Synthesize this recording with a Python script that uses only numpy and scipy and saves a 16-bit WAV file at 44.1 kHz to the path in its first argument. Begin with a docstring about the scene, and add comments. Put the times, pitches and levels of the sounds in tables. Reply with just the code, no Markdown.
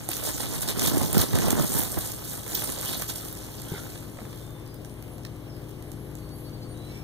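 """Shifting through dry leaf litter

Someone shifts through leaves on a forest floor: noise-burst crackle and crunch, broadband snaps, resonant scrapes.
A plant brushes the microphone (low slips) and foot and hand knock (damped sines); later mostly stray ticks remain.
Behind: swept-sine birds with echoes, engine and rotor harmonics far beyond the trees, filtered-noise rumble and hiss."""
import sys
import numpy as np
from scipy import signal
from scipy.fft import rfft, irfft, next_fast_len
from scipy.io import wavfile

SR = 44100
rng = np.random.default_rng(int(sys.argv[2]) if len(sys.argv) > 2 else 0)


def waveform_to_disk(signal):
    """Save audio, clipped to [-1, 1], as 16-bit WAV at the path in sys.argv[1]."""
    frames = np.transpose(np.atleast_2d(signal))
    scaled = np.clip(frames, -1, 1) * 32767
    samples = np.round(scaled).astype(np.int16)
    wavfile.write(sys.argv[1], SR, samples)


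N = 310023
T = np.arange(N) / SR


def from_db(db):
    """Decibels to gain."""
    return 10 ** (np.asarray(db) / 20)


def rms_one(x):
    """Scale to unit rms."""
    return x / np.sqrt(np.mean(x ** 2) + 1e-20)


def in_time(rows):
    """Columns of a time curve at every sample."""
    time_s, *columns = np.transpose(rows)
    return [np.interp(T, time_s, column) for column in columns]


def at_hz(points, hz):
    """Read a spectrum on a log-frequency axis."""
    points = np.array(points)
    return np.interp(np.log(hz), np.log(points[:, 0]), points[:, 1])


def drift(rate_hz):
    """Low-passed random wander, about unit spread, computed at SR / 40."""
    r = np.exp(-80 * np.pi * rate_hz / SR)
    noise = rng.standard_normal(N // 40 + 2002)
    slow = signal.lfilter([1], [1, -2 * r, r * r], noise)[2000:]  # drop the settling
    return np.interp(np.arange(N) / 40, np.arange(len(slow)), rms_one(slow))


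def band(x, low_hz, high_hz):
    """Gentle causal band-pass."""
    sos = signal.butter(2, [low_hz, min(high_hz, .48 * SR)], "band", fs=SR, output="sos")
    return signal.sosfilt(sos, x + 1e-18)


def bands(spectrum, count):
    """(low Hz, high Hz, gain) of log-spaced bands spanning a spectrum."""
    edges = np.geomspace(spectrum[0][0], spectrum[-1][0], count + 1)
    return [(low, high, from_db(at_hz(spectrum, np.sqrt(low * high)))) for low, high in zip(edges, edges[1:])]


def pan(left_over_right_db):
    """Left and right gains of constant total power."""
    return rms_one(from_db(np.array([[left_over_right_db], [-left_over_right_db]]) / 2))


def delay(x, seconds):
    """Delay by any fraction of a sample, as a phase slope."""
    size = next_fast_len(N + SR // 8)
    hz = np.fft.rfftfreq(size, 1 / SR)
    return irfft(rfft(x, size) * np.exp(-2j * np.pi * hz * seconds), size)[..., :N]


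def add(out, sound, s):
    """Mix in a stereo sound centred on a given time."""
    at = round(s * SR) - sound.shape[1] // 2
    first, last = max(at, 0), min(at + sound.shape[1], N)
    out[:, first:last] += sound[:, first - at:last - at]


# forest air: (frequency [Hz], relative density [dB per Hz])
FOREST_SPECTRUM = [(25, -3), (60, -0.5), (120, 0.5), (250, -4), (450, -8), (700, -18.5), (1050, -21),
                   (1500, -29.5), (3000, -31.5), (6500, -37.5), (10000, -33), (15500, -36)]
# how well far sound carries: (time [s], gain [dB]); the rumble takes half the dB, the hum all
CARRYING = [(0, -5), (1, -3.5), (2.3, -2.5), (3.4, -1), (4.5, -0.5), (6, 2)]


def forest():
    """Far rumble and thin canopy hiss: drifting noise bands, split around 800 Hz into (rumble, hiss)."""
    white = rng.standard_normal((2, 2, N))
    rumble, hiss = 0, 0
    for k, (low, high, gain) in enumerate(bands(FOREST_SPECTRUM, count=20)):
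        air = gain * band(white[k % 2], low, high) * from_db(1.0 * drift(5.1))
        far_share = 1 / (1 + (low / 800) ** 2)
        rumble = rumble + np.sqrt(far_share) * air
        hiss = hiss + np.sqrt(1 - far_share) * air
    carrying = from_db(.5 * in_time(CARRYING)[0])
    return from_db(-27.0) * rumble * carrying, from_db(-20.0) * hiss


# speed of the far engine and of the rotor it drives: (time [s], rate [turns/s])
ENGINE_SPEED = [(0, 29.5), (3.4, 29), (5, 29.5), (6, 29.5), (7, 29)]
ROTOR_SPEED = [(0, 102.6), (4.5, 102.8), (6, 102.5), (7, 101.1)]
# their harmonics: (multiple of the turn rate, relative level [dB])
ENGINE_HARMONICS = [(1, -63), (2, -48), (3, -54.5), (4, -44), (5, -47), (6, -55), (7, -62), (8, -58.5),
                    (9, -54), (12, -53), (14, -61.5), (16, -64.5), (24, -66.5)]
ROTOR_HARMONICS = [(1, -49), (2, -55.5), (3, -48.5), (4, -56), (5, -55.5), (6, -63), (7, -68.5), (8, -65.5)]


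def hum():
    """Engine and rotor harmonics swell and fade separately on their long way through the trees."""
    out = np.zeros(N)
    for track, lines in ((ENGINE_SPEED, ENGINE_HARMONICS), (ROTOR_SPEED, ROTOR_HARMONICS)):
        speed, = in_time(track)
        turns = np.cumsum(speed * (1 + 0.00212 * drift(3.31))) / SR
        for multiple, db in lines:
            amplitude = np.sqrt(2) * from_db(db - 2.5 + drift(2.0))
            out += amplitude * np.sin(2 * np.pi * (round(multiple) * turns + rng.random()))
    return out * from_db(in_time(CARRYING)[0])


# far birds: (start [s], length [s], start pitch [Hz], end pitch [Hz], upward arch [Hz],
#             relative level [dB], hoarseness [share of pitch])
BIRD_NOTES = [(4.183, .06, 3800, 3740, 3, -63, .008), (4.245, .17, 3450, 3410, -2, -64.5, .008),
              (4.32, .11, 3230, 3230, -2, -68, .006), (4.35, 0.29, 3630, 3520, 1, -65, .01),
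              (4.66, .12, 5000, 4950, 0, -64, .004), (4.88, 0.066, 9100, 10150, 0, -59, .002),
              (4.955, 0.065, 9500, 10200, 0, -64, .002), (5.107, 0.059, 11100, 10400, 100, -61, .006),
              (5.45, 0.13, 5600, 4500, 80, -65, .006), (5.782, 0.52, 11000, 11500, -0.5, -64, 0.058),
              (6.15, 0.1, 4470, 4450, 0, -64, .007), (6.23, 0.13, 4480, 4500, 0, -64.5, .007),
              (6.3, 0.19, 11000, 10900, 0, -62, .02), (6.33, .13, 11800, 11900, 0, -61, .015),
              (6.435, 0.055, 4490, 4510, -3, -61, 0.0055), (6.525, 0.05, 4520, 4450, 0, -61, .006),
              (6.608, 0.046, 4510, 4440, 0, -60, .006), (6.68, .04, 4460, 4460, 0, -64, .006),
              (6.678, 0.06, 9400, 9350, 0, -60, .04), (6.73, 0.19, 3754, 4040, 91, -62, .014),
              (6.87, 0.11, 2760, 2660, -40, -65, .025), (6.88, .19, 2220, 2440, 0, -64, .016),
              (6.87, .2, 5330, 5540, 2, -64, .025)]


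def birds(flutter_db=2.0, woods_db=2.0, woods_t60_s=0.41, lag_s=0.0001):
    """Thin arching whistles and hoarse high calls flutter with distance and linger among the trunks."""
    song, rasp = np.zeros(N), drift(390)
    for s, length, start_hz, end_hz, arch_hz, db, hoarse in BIRD_NOTES:
        note = slice(int(s * SR), int((s + length) * SR))
        along = (T[note] - s) / length
        arch = np.abs(np.sin(np.pi * along))
        hz = start_hz + (end_hz - start_hz) * along + arch_hz * arch
        hz = hz * (1 + hoarse * rasp[note])
        song[note] += from_db(db) * np.sqrt(arch) * np.sin(2 * np.pi * np.cumsum(hz) / SR)
    song = song * from_db(flutter_db * drift(28))
    t = np.arange(SR // 2) / SR
    tail = rng.standard_normal((2, len(t))) * from_db(-60 * t / woods_t60_s)
    echoes = rms_one(tail) / np.sqrt(len(t))  # unit energy
    direct = np.array([song, delay(song, lag_s)]) * pan(1.9)
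    reverb = from_db(woods_db) * signal.fftconvolve(song[None], echoes, axes=1)[:, :N]
    return from_db(3.0) * (direct + reverb)


def stroke(s, length, db, release=0.94):
    """Power of one movement, swelling to a peak and letting go; length is about its half-power width."""
    power = np.zeros(N)
    near = slice(*np.searchsorted(T, [s - 2 * length, s + 2 * length]))
    along = (T[near] - s) / (length / 2) / np.where(T[near] < s, 1, release)
    power[near] = from_db(db) ** 2 * .5 ** (along ** 2)
    return power


def fractures(spectrum, per_s, spread_db, burst_s, bed, clicks_per_s, tint_db, count):
    """Leaves give way at random, each a burst of tiny clicks in its own colour, over steady friction; rms 1."""
    out = np.zeros((2, N))
    events = int(per_s * N / SR)
    chance = rng.random((events, 3))
    at, side = (chance[:, 0] * N).astype(int), (2 * chance[:, 1]).astype(int)
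    size_db = spread_db * np.minimum(-np.log(1 - chance[:, 2]), 3)
    fade = np.exp(-1 / (burst_s * SR))
    for low, high, gain in bands(spectrum, count=count):
        kicks = np.zeros((2, N))
        np.add.at(kicks, (side, at), from_db(size_db + tint_db * rng.uniform(-2.1, 2.1, events)))
        # double pole: a tear gathers speed, then runs out
        bursts = rms_one(signal.lfilter([1], [1, -2 * fade, fade ** 2], kicks + 1e-18))
        draw = rng.random((2, N), dtype=np.float32) - .5
        clicks = np.sign(draw) * (np.abs(draw) < clicks_per_s / SR / 2)
        out += gain * band(clicks * (bed + bursts), low, high)
    return rms_one(out)


# plant strokes over the microphone housing: (peak time [s], length [s], relative level [dB])
BRUSH_STROKES = [(0.63, 0.018, -31.5), (0.812, 0.036, -28.5), (0.924, 0.079, -25), (1.014, 0.065, -23.5),
                 (1.145, 0.028, -24.5), (1.195, 0.05, -22), (1.358, 0.036, -22.5), (1.487, .11, -21.5),
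                 (1.6, 0.058, -20.5), (1.784, 0.091, -29.5), (1.979, 0.019, -27)]
# rubbing: (frequency [Hz], relative density [dB per Hz])
RUB_SPECTRUM = [(40, -8), (90, 4.5), (170, 2.5), (270, 0.5), (400, -11), (600, -10), (950, -18),
                (2000, -29)]
# light lean between strokes, level on the strokes' scale
LEAN_S, LEAN_LENGTH_S, LEAN_DB = 1.11, 0.97, -33.5


def brush():
    """A leaf drags over the housing in small dull slips, on the right."""
    rubbing = stroke(LEAN_S, LEAN_LENGTH_S, LEAN_DB)
    rubbing = rubbing + sum(stroke(s, length, db) for s, length, db in BRUSH_STROKES)
    slips = fractures(RUB_SPECTRUM, per_s=140, spread_db=2.0, burst_s=0.0015, bed=1.0,
                      clicks_per_s=3000, tint_db=-0.5, count=7)
    return slips * np.sqrt(rubbing) * from_db(-0.53) * pan(-10.0)


# dull blows of foot and hand: (time [s], relative level [dB], pitch [Hz], scuff against swing [dB])
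KNOCK_BLOWS = [(0.089, -23.5, 343, 13), (1.016, -17, 260, 0), (1.200, -17, 115, -2), (1.604, -21, 134, 0),
               (1.971, -32, 150, 24), (2.539, -28.5, 402, -1), (3.019, -28, 170, 5), (3.719, -17, 169, -9),
               (3.738, -24.5, 403, -2), (4.186, -27.5, 128, 13.5), (4.217, -25.5, 216, 7),
               (4.251, -28.5, 141, 13)]


def knocks():
    """Soft blows, equal on both sides: a quickly damped two-mode swing with a short noise scuff."""
    out, t = np.zeros(N), np.arange(SR // 8) / SR
    for s, db, hz, scuff_db in KNOCK_BLOWS:
        modes = np.sin(2 * np.pi * hz * t) + .5 * np.sin(2 * np.pi * hz * 2.1 * t)
        swing = modes * from_db(-60 * t / 0.061)
        scuff = band(rng.standard_normal(len(t)), 400, 1000) * from_db(scuff_db - 60 * t / 0.031)
        at = round(s * SR)
        out[at:at + len(t)] += from_db(db - 5.5) * (swing + scuff)
    return out


# thin dry leaves, for ticks and litter: (frequency [Hz], relative density [dB per Hz])
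CRACKLE_SPECTRUM = [(700, -16), (1500, -16), (2600, -9.5), (4000, -1), (6000, -2.5), (8000, -0.5),
                    (11000, -0.5), (15500, -3)]


def ticks():
    """Bent leaves keep springing back in tiny, sparse ticks."""
    springs = fractures(CRACKLE_SPECTRUM, per_s=18, spread_db=0.0, burst_s=0.00072, bed=.02,
                        clicks_per_s=18000, tint_db=3.5, count=5)
    return from_db(-65.0) * springs * pan(0.0)


SLIPS_PER_S = 1400


def scrape(length, hz, width_hz, rise_octaves):
    """Stick-slip noise rings one leaf whose resonance glides as it bends; swells mid-way over three lengths."""
    along = np.linspace(-3, 3, int(3 * length * SR))
    slips = rng.standard_normal(len(along)) * (0.12 + (rng.random(len(along)) < SLIPS_PER_S / SR))
    turn = np.exp(2j * np.pi * np.cumsum(hz * 2 ** (rise_octaves * along / 2)) / SR)
    fade = np.exp(-np.pi * width_hz / SR)
    # shift down to 0 Hz, low-pass, shift back: a gliding resonance
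    ringing = (turn * signal.lfilter([1], [1, -2 * fade, fade ** 2], slips / turn)).real
    return rms_one(ringing) * .5 ** (along ** 2)


CRINKLES_PER_S, CRINKLE_S = 130, .005  # length varies from half to double
CRINKLE_DB = -7.5  # against the crackle curve
# dry leaves ring high and only briefly
CRINKLE_LOW_HZ, CRINKLE_HIGH_HZ, CRINKLE_WIDTH_HZ = 3530, 14300, 1900


def crinkles(spread_db=3.0, glide_octaves=0.17, scatter_db=19.5):
    """Many leaves of all sizes scrape briefly, each at its own pitch and place; rms 1."""
    out = np.zeros((2, N))
    for when, size, lasting, strength, bend, place in rng.random((int(CRINKLES_PER_S * N / SR), 6)):
        hz = CRINKLE_LOW_HZ + (CRINKLE_HIGH_HZ - CRINKLE_LOW_HZ) * size
        length_s = CRINKLE_S * 2 ** (2 * lasting - 1)
        sound = scrape(length_s, hz, CRINKLE_WIDTH_HZ, glide_octaves * (2 * bend - 1))
        placed = sound * pan(scatter_db * (4 * place - 2))
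        add(out, from_db(2 * spread_db * strength) * placed, when * N / SR)
    return rms_one(out)


# single leaves scraping past each other, damp ones lower:
# (peak time [s], length [s], relative level [dB], resonance [Hz], rise [octaves])
LEAF_SCRAPES = [(0.347, 0.024, -34, 7000, 0), (1.786, 0.089, -30, 13000, .05), (1.928, .05, -47, 11900, 0),
                (2.028, 0.078, -44, 8100, -.03), (2.3, .12, -46, 8000, 0), (2.548, 0.0085, -22.5, 14200, 0),
                (2.648, .025, -33.5, 9000, 0), (2.87, .04, -40, 3160, .1), (2.94, .06, -39.5, 3750, .1),
                (3.69, .03, -49, 3200, 0), (3.758, .05, -52, 3250, 0.12), (3.767, 0.14, -48.5, 1450, .05),
                (3.75, .05, -48.5, 2150, 0), (3.928, 0.033, -54, 2450, -.25)]
SCRAPE_WIDTH_SHARE = .17  # resonance width / pitch


def scrapes():
    """Single leaf scrapes that stand out of the rustle, on the right."""
    out = np.zeros((2, N))
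    for s, length, db, hz, rise in LEAF_SCRAPES:
        sound = scrape(length, hz, SCRAPE_WIDTH_SHARE * hz, rise)
        add(out, from_db(db - 3.5) * sound * pan(-14.0), s)
    return out


# weight resting on the litter: (time [s], relative crackle level [dB])
RESTING_WEIGHT = [(0, -44), (.06, -46), (.14, -37), (.6, -39.5), (.76, -45.5), (.95, -36), (1.7, -38.5),
                  (2.18, -43), (2.42, -52), (2.72, -40.5), (3.0, -41.5), (3.36, -46), (3.95, -46.5),
                  (4.12, -54), (4.4, -53), (4.7, -76), (5.2, -95)]
# pushes into the litter: (peak time [s], length [s], relative crackle level [dB], sliding treble [dB])
LITTER_PUSHES = [(0.115, 0.03, -37.5, -6), (0.274, 0.054, -32.5, 1), (0.423, 0.049, -33.5, -2),
                 (0.549, 0.056, -35.5, -1), (0.628, 0.016, -33, 5), (0.698, 0.031, -29, -3),
                 (0.85, 0.084, -27.5, 0), (0.985, 0.082, -36, -3), (1.201, 0.076, -29, -4),
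                 (1.362, 0.026, -30, -7), (1.458, 0.091, -33, -3), (1.63, 0.06, -33.5, 4),
                 (1.776, 0.12, -32.5, 5.5), (1.92, 0.015, -44.5, 21), (2.03, 0.12, -38.5, 4.5),
                 (2.32, 0.13, -41, 4.5), (2.598, 0.17, -34.5, 2.5), (2.892, 0.17, -35.5, 0.5),
                 (3.02, 0.016, -36, -1), (3.099, 0.024, -33.5, 0), (3.172, 0.03, -43.5, 11.5),
                 (3.263, 0.064, -55, 18), (3.742, 0.097, -46, -2), (6.92, 0.13, -55, -7)]
RESTING_SLIDE_DB = 1  # sliding treble between pushes


def pressure():
    """Powers of resting weight and pushes add up: (crackle dB, treble gain from sliding)."""
    resting = from_db(in_time(RESTING_WEIGHT)[0]) ** 2
    power, treble = resting, resting * from_db(RESTING_SLIDE_DB)
    for s, length, db, slide_db in LITTER_PUSHES:
        push = stroke(s, length, db)
        power, treble = power + push, treble + push * from_db(slide_db)
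    return 10 * np.log10(power), treble / power


# packed lower layer: (frequency [Hz], relative density [dB per Hz])
CRUNCH_SPECTRUM = [(120, 11.5), (300, 7.5), (600, 5), (1100, -0.5), (2000, -5.5), (4000, -8.5)]
# crunch is CRUNCH_DB under a crackle of FIRM_DB; it follows a share of the dB swing and yields later
FIRM_DB, CRUNCH_DB, CRUNCH_FOLLOWS, CRUNCH_LAG_S = -36, -40.5, 0.89, 0.0043


def litter(crackle_db, sliding):
    """Thin dry leaves crackle on top, brighter when sliding; the packed layer beneath crunches lower."""
    late_db = np.interp(T - CRUNCH_LAG_S, T, crackle_db)
    crunch_db = CRUNCH_DB + CRUNCH_FOLLOWS * (late_db - FIRM_DB)
    crackle = fractures(CRACKLE_SPECTRUM, per_s=600, spread_db=1.5, burst_s=0.00053, bed=1.0,
                        clicks_per_s=6500, tint_db=8.0, count=12)
    crunch = fractures(CRUNCH_SPECTRUM, per_s=260, spread_db=3.5, burst_s=0.0014, bed=1.0,
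                       clicks_per_s=2200, tint_db=3.5, count=8)
    crackle = crackle + (sliding - 1) * band(crackle, 5400, SR / 2)
    top = crackle * from_db(crackle_db - 1.4) * pan(-2.7)
    return top + crunch * from_db(crunch_db) * pan(-18.0)


# leaves and stalks that break, and near 4.17-4.25 s the sharp dull scuffs of the knocks there: # (time [s],
# relative level [dB], tear time [s], low middle against 4 kHz [dB], treble against 4 kHz [dB])
LEAF_SNAPS = [(.0882,-20,0.0007,-10,8), (.114,-24.5,0.00089,-7,-2), (.1315,-30,0.001,2,-2),
              (0.1676,-23,.0004,-2,3), (.2132,-31,.0004,-7,17), (.2372,-26.5,.0009,-6,10),
              (.263,-28,0.0022,-9,7), (0.2895,-23.5,0.00031,-3,1), (.401,-33,0.0024,5,6),
              (.6078,-27,0.00077,-5,7), (0.6277,-31,.002,7,0), (0.6869,-19,0.00038,0,2.5),
              (0.7932,-21.5,0.0015,-33,-10), (.8178,-24,0.00036,-7,7), (.870,-22.5,0.0045,-21,3),
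              (.9613,-24,.0004,0,8), (0.981,-21,0.00049,-4,7), (1.0316,-24,.0004,-4,7),
              (1.129,-19,.0007,-8,9), (1.1448,-23,.0004,0,3), (1.156,-25,.0004,-4,4),
              (1.1788,-16.5,0.00091,-6,6), (1.2,-22,.0005,-7,-4), (1.212,-19,0.00079,-16,-1),
              (1.215,-20.5,.0015,-21,5), (1.3545,-26,.0008,6,4), (1.3862,-22,0.00068,5,5),
              (1.4162,-30,.0005,-2,4), (1.484,-22.5,.0005,7,4), (1.504,-18.5,.0014,-2,12),
              (1.517,-24,.0007,-7,10), (1.553,-30,.0004,20,0), (1.5965,-23.5,.0006,9,3),
              (1.7398,-26,.0005,-6,12), (1.7668,-29,0.00059,-6,18), (1.7868,-19,.0003,-4,15),
              (1.794,-22,0.00092,-8,24), (1.804,-25,.0005,3,8), (1.9036,-30,.0005,-14,15),
              (1.986,-26,.0013,-10,15), (2.0098,-26,.0003,-7,10), (2.1182,-26,0.00034,-6,10),
              (2.123,-31,.0004,-9,13), (2.4635,-35,.001,18,7), (2.478,-32,0.0011,5,10),
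              (2.5,-31,.0006,2,12), (2.5465,-30,0.0009,-22,2), (2.551,-25,0.0011,-34,-10),
              (2.5555,-26,0.00037,-24,-1), (2.64,-25,0.0011,2,20), (2.7005,-24,0.00035,3,15),
              (2.8495,-25.5,0.00036,1,6), (2.857,-26,0.00076,-4,8), (2.931,-29.5,0.002,3,-3),
              (3.0203,-23,0.00068,2,-1), (3.088,-31,0.0011,-6,10), (3.094,-30.5,0.0037,-2,3),
              (3.1575,-30,0.00097,-8,5), (3.25,-33,.0007,-8,8), (3.2832,-34,0.0011,-13,4),
              (3.3263,-31,0.00056,-11,14), (4.1705,-39,.0003,20,-8), (4.187,-39,0.00069,26,-8),
              (4.251,-42.5,0.00085,20,-8), (4.328,-44,.001,4,-6), (4.3745,-42,0.00057,-9,6),
              (4.7427,-39,.0004,-5,8), (4.8473,-39,.0007,1,-8), (5.0244,-40,0.00071,-2,-2),
              (5.181,-43,.0008,6,-1), (5.249,-35.5,0.0012,6,0), (5.6908,-46,.0014,-2,13),
              (5.8243,-40.5,0.00048,-3,-3), (5.917,-37.5,0.00063,-14,3), (6.1528,-37.5,.0006,-10,0)]


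def snaps(shiver=0.17, shiver_t60_s=0.1, tint_db=3.0):
    """A leaf rib cracks at once, a stalk tears more slowly, each in its own colour; the leaf shivers after."""
    out, t = np.zeros((2, N)), np.arange(SR // 20) / SR
    s, db, tear_s, low_db, treble_db = np.transpose(LEAF_SNAPS)
    along = t / np.maximum(tear_s, 1e-4)[:, None]
    shapes = along * np.exp(1 - along) + shiver * from_db(-60 * t / shiver_t60_s)
    colours = []
    for low, top in zip(low_db, treble_db):
        spectrum = [(400, low - 2), (1100, low), (4200, 0), (11000, top), (16000, top + 0.5)]
        colours.append(bands(spectrum, count=11))
    cracks = 0
    for k, (low, high, _) in enumerate(colours[0]):
        gains = np.array([colour[k][2] for colour in colours])
        gains = gains * from_db(tint_db * rng.standard_normal(len(s)))
        cracks = cracks + gains[:, None] * band(rng.standard_normal(shapes.shape) * shapes, low, high)
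    for start, level_db, shape, crack in zip(s, db, shapes, cracks):
        at = round(start * SR)
        crack = rms_one(crack) * np.sqrt(np.mean(shape ** 2))
        out[:, at:at + len(t)] += (from_db(level_db - 1.0) * crack * pan(-28.0))[:, :N - at]
    return out


def undergrowth(x):
    """Trunks and ground scatter a few weak echoes, different ones to each side."""
    out = x.copy()
    for k, lag_s in enumerate(rng.uniform(.002, .05, 16)):
        d = int(lag_s * SR)
        out[k % 2, d:] += from_db(-8.0 - 373 * lag_s) * x[k // 2 % 2, :-d]
    return out


# microphone cross-feed: (frequency [Hz], share of the other side taken away)
CROSS_FEED = [(300, 0.7), (1200, 0.49), (2500, 1), (3700, 0.73), (5000, 0.41), (7700, 0.28), (10300, 0.46),
              (12800, 0.3), (15000, 0.83)]
PORT_LAG_S = 0.000393


def widen(x):
    """The stereo microphone subtracts a late copy of the other side, most fully around 2.5 kHz."""
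    size = next_fast_len(N + SR // 8)
    hz, sides = np.fft.rfftfreq(size, 1 / SR), rfft(x, size)
    share = np.clip(at_hz(CROSS_FEED, np.maximum(hz, 1)), 0, 1)
    bleed = share * np.exp(-2j * np.pi * hz * PORT_LAG_S)
    return irfft(sides - bleed * sides[::-1], size)[:, :N]


def scene():
    """Leaves close, mostly right; birds near the centre; hum and rumble from the far left."""
    rumble, hiss = forest()
    far = hum() + rumble[0]
    distant = np.array([far, delay(far, 0.00014)]) * pan(5.3)
    distant = distant + 0.063 * rumble[1] * [[1], [-1]]  # opposite sign per side: width
    near = hiss * pan(-1.5) + birds() + brush()
    crackle_db, sliding = pressure()
    leaves = ticks() + crinkles() * from_db(crackle_db + CRINKLE_DB) + scrapes()
    leaves = leaves + litter(crackle_db, sliding) + snaps()
    return widen(undergrowth(leaves) + near) + knocks() + distant


CUTOFF_HZ = 15500


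def record(dry):
    """Steep elliptic low-pass cuts the top."""
    return signal.sosfilt(signal.ellip(10, .1, 80, CUTOFF_HZ, fs=SR, output="sos"), dry)


dry = scene()
out = record(dry)
waveform_to_disk(out)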